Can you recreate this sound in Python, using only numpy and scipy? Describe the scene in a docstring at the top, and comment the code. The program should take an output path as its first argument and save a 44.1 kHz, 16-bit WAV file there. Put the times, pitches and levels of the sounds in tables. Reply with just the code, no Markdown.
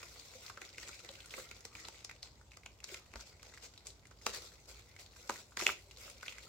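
"""Creases snap in a padded plastic mailer, squeezed and poked with a pen tip, close up in a small room.
Each snap buckles a panel, cracks the film and thumps the air-filled pouch; a hard push ends in a burst
of crackle. Finger strokes flip wrinkles, crumple the padding, swish over the film and at times make
the pouch groan. The room answers briefly and rumbles faintly underneath."""
import sys
import numpy as np
from scipy import signal
from scipy.fft import rfft, irfft, next_fast_len
from scipy.io import wavfile
from scipy.ndimage import uniform_filter1d, map_coordinates

SR = 44100
rng = np.random.default_rng(int(sys.argv[2]) if len(sys.argv) > 2 else 0)


def wav_record(signal):
    """Record a signal, one row per channel, as 16-bit PCM in the file named by sys.argv[1]."""
    frames = np.transpose(np.atleast_2d(signal))
    bounded = np.clip(frames, -1, 1)
    # unit amplitude maps onto the largest positive 16-bit level
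    quanta = np.round(bounded * 32767).astype(np.int16)
    wavfile.write(sys.argv[1], SR, quanta)


N = 285856

# Crease snaps: (time [s], panel level [dB], panel pitch [Hz], thump level [dB], crack level [dB])
CREASE_SNAPS = [(0.498, -30.5, 1410, -80, -54.5), (0.573, -31.5, 1530, -62, -61),
                (0.616, -30.5, 2230, -61, -54), (0.781, -29, 2360, -63, -54), (0.83, -33, 2000, -80, -55),
                (0.875, -39, 2260, -62, -55), (0.89, -38, 1390, -64, -55), (1.047, -36, 2040, -59, -59),
                (1.089, -29.5, 3550, -57.5, -60), (1.338, -26.5, 2260, -55, -62),
                (1.38, -37.5, 1280, -47.5, -69), (1.512, -31.5, 2300, -59.5, -53.5),
                (1.651, -35, 5800, -58, -49.5), (1.751, -30, 2410, -62, -59.5),
                (1.85, -30.5, 3920, -58.5, -70), (1.884, -42, 1190, -56.5, -50),
                (2.046, -27, 5100, -62, -50.5), (2.095, -31, 2160, -70, -58),
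                (2.228, -26.5, 4530, -78, -54), (2.57, -50, 1300, -64.5, -56.5),
                (2.66, -31, 2600, -59, -55), (2.841, -30.5, 5170, -71, -48.5),
                (2.943, -33, 2330, -63, -48.5), (3.137, -33, 2220, -59, -60), (3.156, -33, 1490, -50, -61),
                (3.429, -51, 1400, -70, -56), (3.868, -26.5, 7250, -75, -59),
                (4.111, -46.5, 1310, -66, -66.5), (4.2643, -22.5, 1310, -46.5, -35.5),
                (4.267, -23, 2270, -42.5, -48.5), (5.295, -17.5, 1250, -42, -42.5),
                (5.304, -42, 950, -60, -49), (5.5705, -21.5, 1750, -52.5, -41.5),
                (5.593, -27, 2220, -60, -45), (5.6, -24, 1360, -66, -44), (5.621, -25, 2350, -43, -47),
                (5.6652, -2.5, 2520, -46, -35), (5.678, -23.5, 2750, -46, -47), (5.69, -17, 1370, -57, -60),
                (5.6985, -17.5, 2160, -48.5, -64), (6.229, -30, 1500, -57, -56),
                (6.28, -20.5, 2930, -63, -56.5)]
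# Pouch thump spectrum: (frequency [Hz], gain [dB])
THUMP_SPECTRUM = [(60, -3), (150, -22), (220, 1.5), (290, -8), (370, 3), (520, 2), (700, 0), (1200, -8.5),
                  (2000, -3.5), (5000, -82)]
# Film crack spectrum: (frequency [Hz], gain [dB])
CRACK_SPECTRUM = [(500, -7), (2000, 13), (7200, 11), (9800, -3), (13500, -6), (16000, -6)]

def snaps(panel_gain_db=-3.5, thump_gain_db=-8, crack_gain_db=-6, creak_t60_s=0.0115, load_s=0.0016):
    """Each crease creaks under load, buckles, cracks, shivers, sets off folds and thumps the pouch."""
    out, t = np.zeros((2, N)), np.arange(-800, 3296) / SR
    for time_s, panel_db, hz, thump_db, crack_db in CREASE_SNAPS:
        cycles = 0.55 * (hz / 2500) ** 0.44  # taut, high panels ring for more cycles
        panel = amp(panel_db + panel_gain_db) * buckle(t, hz, cycles)
        settling = amp(0.62 * panel_db) * (amp(-21) * flutter(t, hz) + amp(-26) * aftershocks(t, hz))
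        thump_envelope = swell(t, creak_t60_s, fall_t60_s=0.033)
        crack_envelope = swell(t - 0.00015, creak_t60_s, fall_t60_s=0.011)
        thump = amp(thump_db + thump_gain_db) * burst(THUMP_SPECTRUM, thump_envelope)
        crack = amp(crack_db + crack_gain_db) * burst(CRACK_SPECTRUM, crack_envelope)
        add(out, time_s + load_s + t[0], panel + settling + thump + crack)
    return out

def buckle(t, hz, cycles):
    """A panel flips over: a smooth packet of a few cycles, peak 1."""
    turns = np.maximum(t, 0) * hz
    wave = np.sin(2 * np.pi * turns) * turns ** 2 * np.exp(-turns / cycles)
    return wave / np.abs(wave).max()

def flutter(t, hz, cycles=0.56, t60_s=0.034):
    """The creased panel shivers raggedly at its own pitch; peak 1."""
    shiver = spread(rng.standard_normal((2, len(t))) ** 3) * (t >= 0) * amp(-60 * np.abs(t) / t60_s)
    ring = signal.fftconvolve(shiver, buckle(t[t >= 0], hz, cycles)[None], axes=1)[:, :len(t)]
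    return ring / np.abs(ring).max()

def aftershocks(t, hz, pull_hz=2700, lag_s=0.008, t60_s=0.079, count=9):
    """Smaller folds give way just before and after a snap, each with its own pitch and side."""
    out = np.zeros((2, len(t)))
    waits_s = rng.exponential(lag_s, count) - lag_s / 2
    for wait_s, (pitch, pan) in zip(waits_s, scatter((count, 2))):
        fold_hz = np.sqrt(hz * pull_hz) * np.exp(0.35 * pitch)
        gain_db = -60 * abs(wait_s) / t60_s + 2 * pan * np.array([[1], [-1]])
        out += amp(gain_db) * buckle(t - wait_s, fold_hz, cycles=0.27)
    return out

# Dry wrinkle ticks: (time [s], level [dB], pitch [Hz])
WRINKLE_TICKS = [(0.03, -35, 2340), (0.197, -35, 4770), (0.464, -31.5, 4250), (0.481, -35, 2280),
                 (0.691, -40, 4770), (0.884, -30.5, 6850), (0.931, -39.5, 2280), (1.003, -49, 1350),
                 (1.154, -36.5, 2730), (1.204, -35, 3270), (1.259, -35, 8450), (1.308, -35, 3200),
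                 (1.607, -39, 6200), (2.112, -32.5, 2130), (2.413, -45.5, 1590), (2.518, -39.5, 2390),
                 (2.534, -45, 2280), (2.634, -43.5, 2270), (2.803, -40, 2580), (2.891, -34, 2580),
                 (3.158, -33.5, 4530), (3.195, -43, 1410), (3.208, -34, 5650), (3.396, -45, 2190),
                 (3.454, -47, 2280), (3.497, -46, 4470), (3.539, -42, 2200), (3.575, -36.5, 1770),
                 (3.654, -42, 4400), (3.777, -36.5, 3900), (3.904, -39, 4240), (4.054, -42, 2070),
                 (4.07, -43, 7150), (4.964, -37, 2120), (4.99, -38.5, 2140), (5.062, -39, 3750),
                 (5.163, -42.5, 1500), (5.359, -35, 1880), (5.521, -45.5, 1300), (5.612, -24.5, 2240),
                 (5.911, -37, 2900), (5.972, -36, 4130), (6.099, -33, 8700), (6.262, -35, 2150),
                 (6.294, -32.5, 3200), (6.324, -34, 2600), (6.383, -32, 1993)]

def crinkles(gain_db=-3, faint_hz=3300, crack_t60_s=0.026, count=280):
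    """Wrinkles flip, shiver and crack; faint random ones come denser and louder as the padding crumples."""
    crumple, _ = effort()
    strain = (crumple / np.median(crumple)) ** 0.38
    starts = np.searchsorted(np.cumsum(strain) / strain.sum(), rng.random(count))
    size, pitch = scatter((count, 2)).T
    faint_db = -48.5 + 20 * np.log10(strain[starts]) + 3.4 * size
    faint = zip(starts / SR, faint_db, faint_hz * np.exp(0.44 * pitch))
    flips, crack_envelope, t = np.zeros((2, N)), np.zeros(N), np.arange(1024) / SR
    for time_s, db, hz in [*WRINKLE_TICKS, *faint]:
        add(flips, time_s, amp(db) * (buckle(t, hz, cycles=0.55) + amp(-6) * flutter(t, hz)))
        add(crack_envelope, time_s, amp(db - 60 * t / crack_t60_s))
    cracks = amp(-12) * crack_envelope * burst(CRACK_SPECTRUM, np.ones(N))
    return amp(gain_db) * (flips + cracks)

# Finger and pen strokes: (start [s], length [s], crumpling level [dB], sliding level [dB])
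HAND_STROKES = [(0.0, .035, -59, -56.5), (0.058, .36, -75, -58), (0.428, .07, -67.5, -55.5),
                (0.618, .04, -58.5, -57.5), (0.783, .16, -62, -55.5), (1.037, .17, -65, -66.5),
                (1.31, .12, -60, -52.5), (1.75, .13, -59, -57.5), (1.922, .08, -65, -61),
                (2.235, .02, -65.5, -54), (2.884, .033, -56.5, -54), (2.926, .045, -56.5, -55),
                (3.166, .06, -62, -59), (3.262, 0.012, -72, -55.5), (3.44, .16, -70, -63),
                (3.63, .022, -64, -52.5), (3.863, 0.024, -79.5, -55.5), (4.222, .035, -67.5, -58),
                (4.276, .03, -54.5, -48), (4.341, .027, -50, -44), (4.416, .06, -72, -55.5),
                (4.689, .025, -64, -54), (4.774, .02, -61, -59.5), (4.996, 0.028, -65.5, -55.5),
                (5.168, .11, -65.5, -61), (5.319, .085, -62, -53.5), (5.594, .113, -53, -44),
                (5.984, .115, -60, -55.5), (6.235, .088, -60.5, -60)]
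# Light rubbing of the holding hand: (time [s], level [dB])
GRIP_RUB = [(0.3, -67), (1.0, -62), (1.9, -66), (2.45, -76), (3.3, -70), (4.0, -75.5), (4.6, -69),
            (5.8, -73), (6.48, -61)]

def effort(attack_s=0.027, release_t60_s=0.17, creep_db=-14, creep_t60_s=0.92):
    """(Crumpling, sliding) gains: strokes build, hold and let go, then the film creeps back."""
    t = np.arange(N) / SR
    power = amp(curve(GRIP_RUB) + np.array([[-1.5], [0.5]])) ** 2
    for start_s, length_s, crumple_db, slide_db in HAND_STROKES:
        attack = np.clip(1 + (t - start_s) / attack_s, 0, 1) ** 2
        after_s = np.maximum(t - start_s - length_s, 0)
        release = amp(np.maximum(-60 * after_s / release_t60_s, creep_db - 60 * after_s / creep_t60_s))
        power += (amp([[crumple_db], [slide_db]]) * attack * release) ** 2
    return np.sqrt(power)

# Padded sheet resonances: (centre [Hz], width [Hz], gain [dB])
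SHEET_MODES = [(354.4, 30, -2), (508, 83, -2.5), (1405, 280, -3), (2090, 640, -1.5)]

def crumpling(folds_per_s=1000, clump_db=3):
    """Tiny folds give way in clumps and ring the padded sheet, whose tone shifts as it bends."""
    crumple, _ = effort()
    ring = np.zeros((2, N))
    for centre_hz, width_hz, db in SHEET_MODES:
        folds = ticks(folds_per_s, scatter_db=3) * amp(clump_db * wobble(39))
        ring += amp(db) * filtered(folds, lambda hz: resonance(hz, centre_hz, width_hz) ** 2)
    return crumple * unit(patchy(spread(flexed(ring)), depth_db=3.5))

def flexed(x, bend=0.09):
    """The sheet flexes: its resonances drift up and down in pitch."""
    position = np.cumsum(np.exp(bend * wobble(10)))
    return np.array([map_coordinates(side, [position], mode="mirror") for side in x])

# Film swish spectrum: (frequency [Hz], gain [dB])
SWISH_SPECTRUM = [(200, -19), (450, 0.5), (900, -8), (2300, -2.5), (3400, 0.5), (4700, -0.5), (7600, -2.5),
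                  (9400, -18)]
# Top treble of the swish: (time [s], gain [dB])
SWISH_SHEEN = [(0, 4.5), (0.9, 0), (1.45, 5), (2.3, -3.5), (2.95, 4.5), (3.3, -1.5), (4.7, 4.5), (6.48, 5)]

def sliding(gain_db=0.94, slips_per_s=7000, sheen_hz=8800):
    """Skin and pen tip slip on the film: a fine swish that catches more where the padding crumples."""
    crumple, slide = effort()
    catch_db = 5.2 * crumple / (crumple + slide)
    slips = ticks(slips_per_s, scatter_db=3.5) * amp(wobble(50) + catch_db * wobble(220))
    swish = filtered(spread(slips), lambda hz: colour(SWISH_SPECTRUM, hz))
    swish = unit(patchy(swish, depth_db=2.7))
    top = filtered(swish, lambda hz: hz > sheen_hz)
    return amp(gain_db) * slide * (swish - top + amp(curve(SWISH_SHEEN)) * top)

# Pouch groans: (time [s], level [dB], pitch [Hz])
POUCH_GROANS = [(0.358, -52, 515), (1.105, -51.5, 552), (2.925, -49, 383), (5.625, -47.5, 345)]

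def groans(rise_t60_s=0.033, fall_t60_s=0.054, waver_rad=0.18):
    """A dragging fingertip sticks and slips; the hollow pouch sounds one rough note."""
    out, t = np.zeros(N), np.arange(N) / SR
    for time_s, db, hz in POUCH_GROANS:
        note = unit(np.sin(2 * np.pi * hz * t + waver_rad * wobble(150)))
        out += amp(db) * swell(t - time_s, rise_t60_s, fall_t60_s) * note
    return out

# Broad spectral dips: (centre [Hz], width [Hz], depth [0-1])
TONE_DIPS = [(1727, 475, 0.56), (3090, 1360, 0.46)]

def notched(hz):
    """Two broad dips carve the tone of everything the mailer makes."""
    dips = [1 - depth * resonance(hz, centre_hz, width_hz) for centre_hz, width_hz, depth in TONE_DIPS]
    return np.prod(dips, axis=0)

# Stereo tilt: (frequency [Hz], left boost and right cut [dB])
LEFT_TILT = [(2400, -0.57), (5500, 1.4)]

def lean(hz, lead_s=0.00004):
    """The mailer sits slightly left and beams its treble that way."""
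    sides = np.array([[1], [-1]])
    return amp(along(LEFT_TILT, hz) * sides) * np.exp(1j * np.pi * hz * lead_s * sides)

def grip_bump(time_s=3.157, level_db=-44, hz=56, t60_s=0.35):
    """The hand shifts its grip with a deep, soft thud."""
    out, t = np.zeros(N), np.arange(SR // 2) / SR
    add(out, time_s, amp(level_db - 60 * t / t60_s) * np.sin(2 * np.pi * hz * t))
    return out

# Room decay: (frequency [Hz], t60 [s])
ROOM_DECAY = [(300, 0.38), (1100, 0.15), (4500, 0.3), (14000, 0.073)]

def reflections(x, gap_s=0.004, blocks=12):
    """The walls answer; the pattern changes block by block as the mailer moves about."""
    out, edges = np.zeros((2, N)), np.linspace(0, N, blocks + 1).astype(int)
    for start, end in zip(edges, edges[1:]):
        hz, t, noise = signal.stft(spread(rng.standard_normal((2, SR // 2))), SR, nperseg=256)
        decay = amp(-60 * t / along(ROOM_DECAY, hz)[:, None])
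        tail = signal.istft(noise * decay, SR, nperseg=256)[1]
        tail /= np.linalg.norm(tail[0])
        add(out, start / SR + gap_s, signal.fftconvolve(x[:, start:end], tail, axes=1))
    return out

# Room rumble spectrum: (frequency [Hz], gain [dB])
RUMBLE_SPECTRUM = [(25, -7), (40, -15.5), (55, 0.5), (80, -5.5), (115, -5.5), (160, -14.5), (1000, -21.5),
                   (2500, -42)]
# Room drone: (frequency [Hz], level [dB])
DRONE_TONES = [(55, -68.5), (65, -82), (92, -72.5)]

def room_tone(rumble_db=-64, hiss_db=-77):
    """Faint rumble, a wavering drone and a thin hiss."""
    def noise(spectrum):
        white = spread(rng.standard_normal((2, N)))
        return unit(filtered(white, lambda hz: amp(along(spectrum, hz))))
    t = np.arange(N) / SR
    drone = sum(amp(db) * unit(np.sin(2 * np.pi * hz * t + wobble(3.04))) for hz, db in DRONE_TONES)
    return amp(rumble_db) * noise(RUMBLE_SPECTRUM) + drone + amp(hiss_db) * noise(SWISH_SPECTRUM)

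# Left-right likeness: (frequency [Hz], correlation [0-1])
COHERENCE = [(60, 0.9), (600, 0.79), (2000, 0.05)]

def spread(pair):
    """Two unrelated signals to left and right: alike in the bass, unrelated in the treble."""
    def weights(hz):
        angle = np.arccos(np.clip(along(COHERENCE, hz), -1, 1)) / 2
        return np.array([np.cos(angle), np.sin(angle)])
    mid, side = filtered(pair, weights)
    return np.array([mid + side, mid - side])

def ticks(per_s, scatter_db):
    """Random stereo impulses of uneven size."""
    size = amp(scatter_db * scatter(N))
    return (rng.random(N) < per_s / SR) * size * rng.standard_normal((2, N))

def burst(spectrum, envelope):
    """Stereo puff of coloured noise, rms 1."""
    noise = rng.standard_normal((2, len(envelope))) * envelope
    return unit(filtered(spread(noise), lambda hz: colour(spectrum, hz)))

def patchy(x, depth_db):
    """Shifting patches of gain, a few hundred Hz wide and tens of ms long."""
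    frames = signal.stft(x, nperseg=512)[2]
    field = rng.standard_normal(frames.shape[1:])
    field = uniform_filter1d(uniform_filter1d(field, size=6, axis=0), size=6, axis=1)
    return signal.istft(frames * amp(depth_db * unit(field)), nperseg=512)[1][:, :N]

def swell(t, rise_t60_s, fall_t60_s):
    """Envelope that builds to t = 0, then dies."""
    return amp(-60 * np.maximum(-t / rise_t60_s, t / fall_t60_s))

def resonance(hz, centre_hz, width_hz):
    """Complex band-pass response."""
    return 1j * hz * width_hz / (centre_hz ** 2 - hz ** 2 + 1j * hz * width_hz)

def colour(spectrum, hz):
    """Causal response with the gain of the (Hz, dB) points."""
    cepstrum = irfft(np.log(amp(along(spectrum, hz))))
    cepstrum[1:len(hz) - 1] *= 2
    cepstrum[len(hz):] = 0
    return np.exp(rfft(cepstrum))

def filtered(x, response):
    """x through a complex frequency response."""
    length = x.shape[-1]
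    padded = 2 * next_fast_len(length)
    return irfft(rfft(x, padded) * response(np.fft.rfftfreq(padded, 1 / SR)), padded)[..., :length]

def wobble(knots_per_s):
    """Smooth random curve."""
    knots = rng.standard_normal(int(N * knots_per_s / SR) + 4)
    return map_coordinates(knots, [np.arange(N) * knots_per_s / SR])

def scatter(shape):
    """Normal draws clipped at 2 sigma."""
    return np.clip(rng.standard_normal(shape), -2, 2)

def along(points, hz):
    """(Hz, value) points read on a log axis."""
    knots_hz, values = np.transpose(points)
    return np.interp(np.log(hz + 1), np.log(knots_hz + 1), values)

def curve(points):
    """(s, value) points as one value per sample."""
    return np.interp(np.arange(N) / SR, *np.transpose(points))

def add(track, time_s, sound):
    """Mix a sound into a track."""
    start = max(round(time_s * SR), 0)
    track[..., start:start + sound.shape[-1]] += sound[..., :max(N - start, 0)]

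def amp(db):
    """Decibels to gain."""
    return 10 ** (np.asarray(db) / 20)

def unit(x):
    """x at rms 1."""
    return x / np.sqrt(np.mean(x ** 2) + 1e-20)

def scene(wet_db=-10):
    """The mailer in its room."""
    sources = snaps() + groans() + crinkles() + crumpling() + sliding()
    mailer = filtered(sources, lambda hz: notched(hz) * lean(hz))
    return mailer + amp(wet_db) * reflections(mailer) + grip_bump() + room_tone()

def record(dry, low_hz=36, top_hz=15950):
    """Low cut and steep band limit."""
    return filtered(dry, lambda hz: hz ** 4 / (hz ** 4 + low_hz ** 4) / (1 + (hz / top_hz) ** 160))

dry = scene()
out = record(dry)
wav_record(out)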